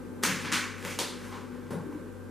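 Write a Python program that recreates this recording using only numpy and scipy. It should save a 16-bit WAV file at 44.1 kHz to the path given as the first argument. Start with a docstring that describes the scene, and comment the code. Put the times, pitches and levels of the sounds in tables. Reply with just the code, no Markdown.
"""Machines hum steadily in a workshop; across the room a stiff sheet slaps twice, slides, snaps and rustles,
and something soft thuds later. The machines are shaped noise plus a few unsteady motor and fan lines.
Handling is swarms of tiny contacts through the sheet's resonances, and the snaps are short noise cracks.
The room answers every handling sound and snap with a diffuse tail. The stereo pair hears the bass lean left."""
import sys
import numpy as np
from scipy import signal
from scipy.fft import rfft, irfft, next_fast_len
from scipy.io import wavfile
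from scipy.ndimage import uniform_filter1d, map_coordinates

SR = 44100
rng = np.random.default_rng(int(sys.argv[2]) if len(sys.argv) > 2 else 0)


def unload_audio(sound):
    """Save the sound as a 16-bit wav file, at the path given as the first command line argument."""
    columns = np.transpose(np.atleast_2d(sound))
    # keep every value between -1 and 1, then stretch to whole-number steps
    steps = np.round(np.clip(columns, -1, 1) * 32767)
    wavfile.write(sys.argv[1], SR, steps.astype(np.int16))


N = 101430  # length in samples

# Motor and fan lines: (frequency [Hz], rms level [dB], level wander [dB], pitch drift [Hz])
MACHINE_LINES = [(48.5, -63.5, 3.5, .8), (97, -53, 2.5, .5), (245.5, -48, 1.8, .9), (493, -57, 1.5, 1),
                 (1565, -63.5, 1.2, 1)]
# Relative spectrum of the machines' noise: (frequency [Hz], density [dB per Hz])
MACHINE_NOISE = [(15, -48), (30, -33), (45, -29), (70, -21), (120, -17), (170, -9), (250, -7), (350, -8.5),
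                 (520, -9.5), (700, -17), (1100, -22.5), (1600, -25), (1900, -30.5), (3000, -38),
                 (5000, -42.5), (9000, -42), (13000, -45), (15500, -57)]
# Stereo width of the machines: (frequency [Hz], side over mid [dB])
MACHINE_SIDE = [(60, 0), (180, -6.5), (550, -4.5), (1650, -7.5), (4970, -6), (15000, 1.5)]
MACHINE_NOISE_DB = -45  # rms of the mid, before the hollow at the microphones

# Frequencies at which the contact colours are read: (frequency [Hz])
COLOUR_HZ = [170, 300, 500, 1000, 1600, 2400, 4000, 6500, 10000, 14500]
# Slaps, slides and thuds; levels are before colour, sheet and room:
# (time [s], rise [s], fall t60 [s], level [dB], then ten colours [dB], one at each COLOUR_HZ)
CONTACTS = [(.222, 0.0094, 0.044, -28, 11, 9, 15, 2, 11, -5, 1.5, -5, -2.5, -8),
            (0.231, 0.0054, 0.046, -24.5, 7, 13.5, 1.5, 9, 8, 10, 5.5, 8, 1.5, -6),
            (.26, 0.025, 0.25, -34.5, 20.5, 1, 7, 0, 11, 8, -1, -16, -26, -26),
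            (0.329, .08, 0.42, -46.5, 8, -2, 12, 7, -7, 4, 1.5, -2, -2, -13),
            (.40, 0.056, 0.34, -41.5, 21, 14, 11, 9, 12, 8, 1.5, -4, -22, -33),
            (.5165, 0.0021, .1, -31.5, 11, 15.5, -7, 10, 13, 12.5, 3, 8.5, 1, -16),
            (.522, 0.0094, 0.11, -30.5, -6.5, 3.5, 6.5, 8.5, 12.5, 9.5, 7.5, -1, -3, -11.5),
            (0.551, 0.033, 0.089, -37.5, -6, 0, -10, 10, 10, 10, -5, -2, -7, -16),
            (.63, 0.022, 0.07, -47.5, -9, 19, -16, -2, 15, -16, 7, 1, -17, -31),
            (.69, 0.19, 0.092, -45.5, 20, 6.5, 20.5, 10, 11, 11.5, 1.5, 0.5, -1, -8),
            (0.879, 0.025, 0.14, -35, 8, -4, -3, -13, -8, 4, -5.5, -3.5, -9, -19),
            (1.12, 0.12, 0.6, -52.5, 16, 19, 4.5, 8.5, 10.5, 3, -2.5, -1.5, -3.5, -12),
            (1.269, 0.058, 0.39, -50, 10, 4, 15, 18, 8, 6, 0.5, -4.5, -13, -18),
            (1.4, 0.14, 1, -62, 2, 1, 6, 15, 11, 3, -2, -6, -14, -12),
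            (1.718, 0.042, 0.098, -50, 37, 3.5, 26.5, 14.5, 3.5, -7, -12, -25, -37, -23),
            (1.7051, 0.0032, .12, -43, 32, 22, 30, 14, 9.5, -2, -4, -8, -4.5, -14),
            (1.849, 0.01, .08, -53, 6, 39, 31.5, -3, -17, -13, -12, -25, -24, -18),
            (1.905, 0.021, 0.056, -47.5, -1, 32, 12, 12, -3, -1.5, -14, -13, -16, -20)]
GRAINS_PER_S, GRAIN_SPREAD_DB = 14000, 3.5
# Resonances of the sheet, a negative gain being a hollow: (frequency [Hz], width [Hz], gain [dB])
SHEET_MODES = [(1079, 100, 4.5), (1493, 67, 3.5), (1765, 23, 1.5), (1930, 24, -2.5), (1997, 80, 2),
               (2286, 41, 3.5), (2870, 42, -0.5), (4280, 120, 1), (6220, 730, 1.5)]

# Cracks of the sheet, direct peak before the low cut: (time [s], peak level [dB], t60 [s])
SNAPS = [(0.989, -15.5, 0.0065), (.9930, -13, 0.001), (1.0003, -19.5, 0.0082)]
# Relative spectrum of a crack: (frequency [Hz], density [dB per Hz])
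SNAP_COLOUR = [(120, -14), (250, -5.5), (550, 4), (900, -1.5), (1500, -10), (2500, -8), (4000, -4.5),
               (6000, -9), (10000, -12.5), (15500, -28)]

# Late decay of the room: (frequency [Hz], t60 [s])
ROOM_T60 = [(150, 0.68), (500, 0.38), (1500, 0.83), (3500, 0.62), (7000, 0.54), (14000, 0.44)]
# Side gain of handling and snaps, direct and tail alike: (frequency [Hz], gain [dB])
ROOM_SIDE = [(150, -21), (700, -11), (1300, -11.5), (2400, -26), (4400, -15), (8000, -4.5), (15000, -2)]
BUILD_S = .008  # time constant of the tail's build-up
EARLY_T60, EARLY_DB = 0.17, -0.5  # the first reflections die sooner [s, dB]
DIRECT_SIDE_DB = -16  # the direct sound is narrower than its tail
PATCH_DB = 2  # uneven patches in the tail
CONTACT_WET_DB, SNAP_WET_DB = 3.5, 3  # gain of the tail
LOW_CUT_HZ = 160  # the handled things are too small to push air below this

# Lean between the channels: (frequency [Hz], left over right [dB])
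LEAN = [(60, 3.5), (180, 4), (550, 3.0), (1650, 0), (4970, 0.0), (15000, -1)]
DIP_HZ, DIP_WIDTH_HZ, DIP_GAIN = 669.3, 270, 0.097  # a hollow in everything heard at this spot
TOP_HZ = 15300  # band limit


def amp(db):
    """Turn dB into linear gain."""
    return 10 ** (np.asarray(db) / 20)


def unit(x):
    """Scale a signal to an rms of 1."""
    return x / np.sqrt(np.mean(x ** 2) + 1e-20)


def along(points, hz):
    """Read (frequency, value) points on a log frequency axis."""
    f, v = np.transpose(points)
    return np.interp(np.log(hz + 1), np.log(f + 1), v)


def wobble(rate):
    """A smooth random curve through `rate` random knots a second."""
    knots = rng.standard_normal(int(N * rate / SR) + 4)
    return map_coordinates(knots, [np.arange(N) * rate / SR])


def filtered(x, response):
    """Multiply the spectrum of x by a response of frequency."""
    m = next_fast_len(x.shape[-1] + 8192)  # spare room at the end for ringing
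    spectrum = rfft(x, m) * response(np.fft.rfftfreq(m, 1 / SR))
    return irfft(spectrum, m)[..., :x.shape[-1]]


def causal(points, size=1024):
    """Minimum-phase pulse with the colour of (Hz, dB) points, by folding the cepstrum."""
    level = amp(along(points, np.fft.rfftfreq(size, 1 / SR)))
    cepstrum = irfft(np.log(level), size)
    cepstrum[1:size // 2] *= 2
    cepstrum[size // 2 + 1:] = 0
    return irfft(np.exp(rfft(cepstrum)), size)


def add(out, start_s, x):
    """Mix x into out from start_s seconds, cut at the end."""
    part = out[:, round(start_s * SR):][:, :x.shape[1]]
    part += x[:, :part.shape[1]]


def machines():
    """Steady broad noise of the machines, with lines that drift in pitch and wander in level."""
    mid, side = filtered(rng.standard_normal((2, N)), lambda f: amp(along(MACHINE_NOISE, f)))
    side = filtered(side, lambda f: amp(along(MACHINE_SIDE, f)))
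    level = amp(MACHINE_NOISE_DB + 0.52 * wobble(4.08))
    out = level * np.array([mid, side]) / mid.std()
    for hz, db, wander_db, drift_hz in MACHINE_LINES:
        cycles = np.cumsum(hz + drift_hz * wobble(7.41)) / SR
        phase = 2 * np.pi * (cycles + rng.random())
        level = np.sqrt(2) * amp(db + wander_db * wobble(7.07))
        line_side = amp(along(MACHINE_SIDE, hz)) * np.cos(phase + 1.03 * wobble(5.1))
        out += level * np.array([np.sin(phase), line_side])
    return out


def room(x, pulse, wet_db):
    """Mid and side of a coloured sound; its energy feeds a diffuse tail, each frequency dying at its own speed."""
    x = np.pad(x, (0, SR))
    hz, t, noise = signal.stft(rng.standard_normal((2, len(x))), SR, nperseg=128)
    late = amp(-60 * t / along(ROOM_T60, hz)[:, None])
    build = 1 - np.exp(-t / BUILD_S)
    early = 1 + amp(EARLY_DB - 60 * t / EARLY_T60)
    decay = (late * build * early) ** 2
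    # energy of the dry sound in each frame, spread forward in time by the decay
    frame = np.arange(len(x)) * len(t) // len(x)
    energy = np.bincount(frame, x ** 2) * len(t) / len(x)
    power = signal.fftconvolve(decay / decay.sum(1).mean(), energy[None], axes=1)[:, :len(t)]
    patches = unit(uniform_filter1d(rng.standard_normal(power.shape), 12, 1))
    tail_frames = noise * amp(PATCH_DB * patches) * np.sqrt(abs(power))
    tail = signal.istft(tail_frames, SR, nperseg=128)[1][:, :len(x)]
    direct = x * amp([[0], [DIRECT_SIDE_DB]])
    mid, side = signal.fftconvolve(amp(wet_db) * tail + direct, pulse[None], axes=1)
    return np.array([mid, filtered(side, lambda f: amp(along(ROOM_SIDE, f)))])


def snaps():
    """Three cracks close together, each a decaying scrap of coloured noise answered by the room."""
    out, pulse, t = np.zeros((2, N)), causal(SNAP_COLOUR), np.arange(512) / SR
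    for start_s, peak_db, t60 in SNAPS:
        crack = rng.standard_normal(len(t)) * amp(-60 * t / t60)
        peak = abs(np.convolve(crack, pulse)).max()
        add(out, start_s, room(amp(peak_db) * crack / peak, pulse, SNAP_WET_DB))
    return out


def sheet_resonance(f):
    """Response of the sheet: its resonant peaks and hollows in series."""
    response = 1
    for centre, width, db in SHEET_MODES:
        band = 1j * f * width / (centre ** 2 - f * f + 1j * f * width)
        response = response * (1 + (amp(db) - 1) * band)
    return response


def handling():
    """Each slap, slide or thud is a swarm of tiny contacts that swells, then dies."""
    out, t = np.zeros((2, N)), np.arange(SR // 2) / SR
    for start_s, rise, t60, db, *colour in CONTACTS:
        hit = rng.random(len(t)) < GRAINS_PER_S / SR
        strength = amp(GRAIN_SPREAD_DB * rng.exponential(size=len(t)))
        grains = hit * rng.standard_normal(len(t)) * strength
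        swell = np.clip(t / rise, 0, 1) ** 2
        fall = amp(-60 * np.clip(t - rise, 0, None) / t60)
        pulse = causal(list(zip(COLOUR_HZ, colour)))
        add(out, start_s, room(amp(db) * unit(grains) * swell * fall, pulse, CONTACT_WET_DB))
    return filtered(out, sheet_resonance)


def low_cut(f):
    """Small things push little air: a fourth-order low cut."""
    return (-f * f / (LOW_CUT_HZ ** 2 - f * f + 1j * f * LOW_CUT_HZ)) ** 2


def hollow(f):
    """The notch heard at the microphones' spot."""
    away = DIP_HZ ** 2 - f * f
    damping = 1j * f * DIP_WIDTH_HZ
    return (away + damping * DIP_GAIN) / (away + damping)


def scene():
    """Machines, handling and snaps at the stereo pair, leaning left in the bass."""
    sheet = filtered(handling() + snaps(), low_cut)
    mid, side = filtered(machines() + sheet, hollow)
    left_right = np.array([mid + side, mid - side])
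    return filtered(left_right, lambda f: amp(np.outer([.5, -.5], along(LEAN, f))))


def record(dry):
    """Nothing is kept above the band limit."""
    return filtered(dry, lambda hz: hz < TOP_HZ)


dry = scene()
out = record(dry)
unload_audio(out)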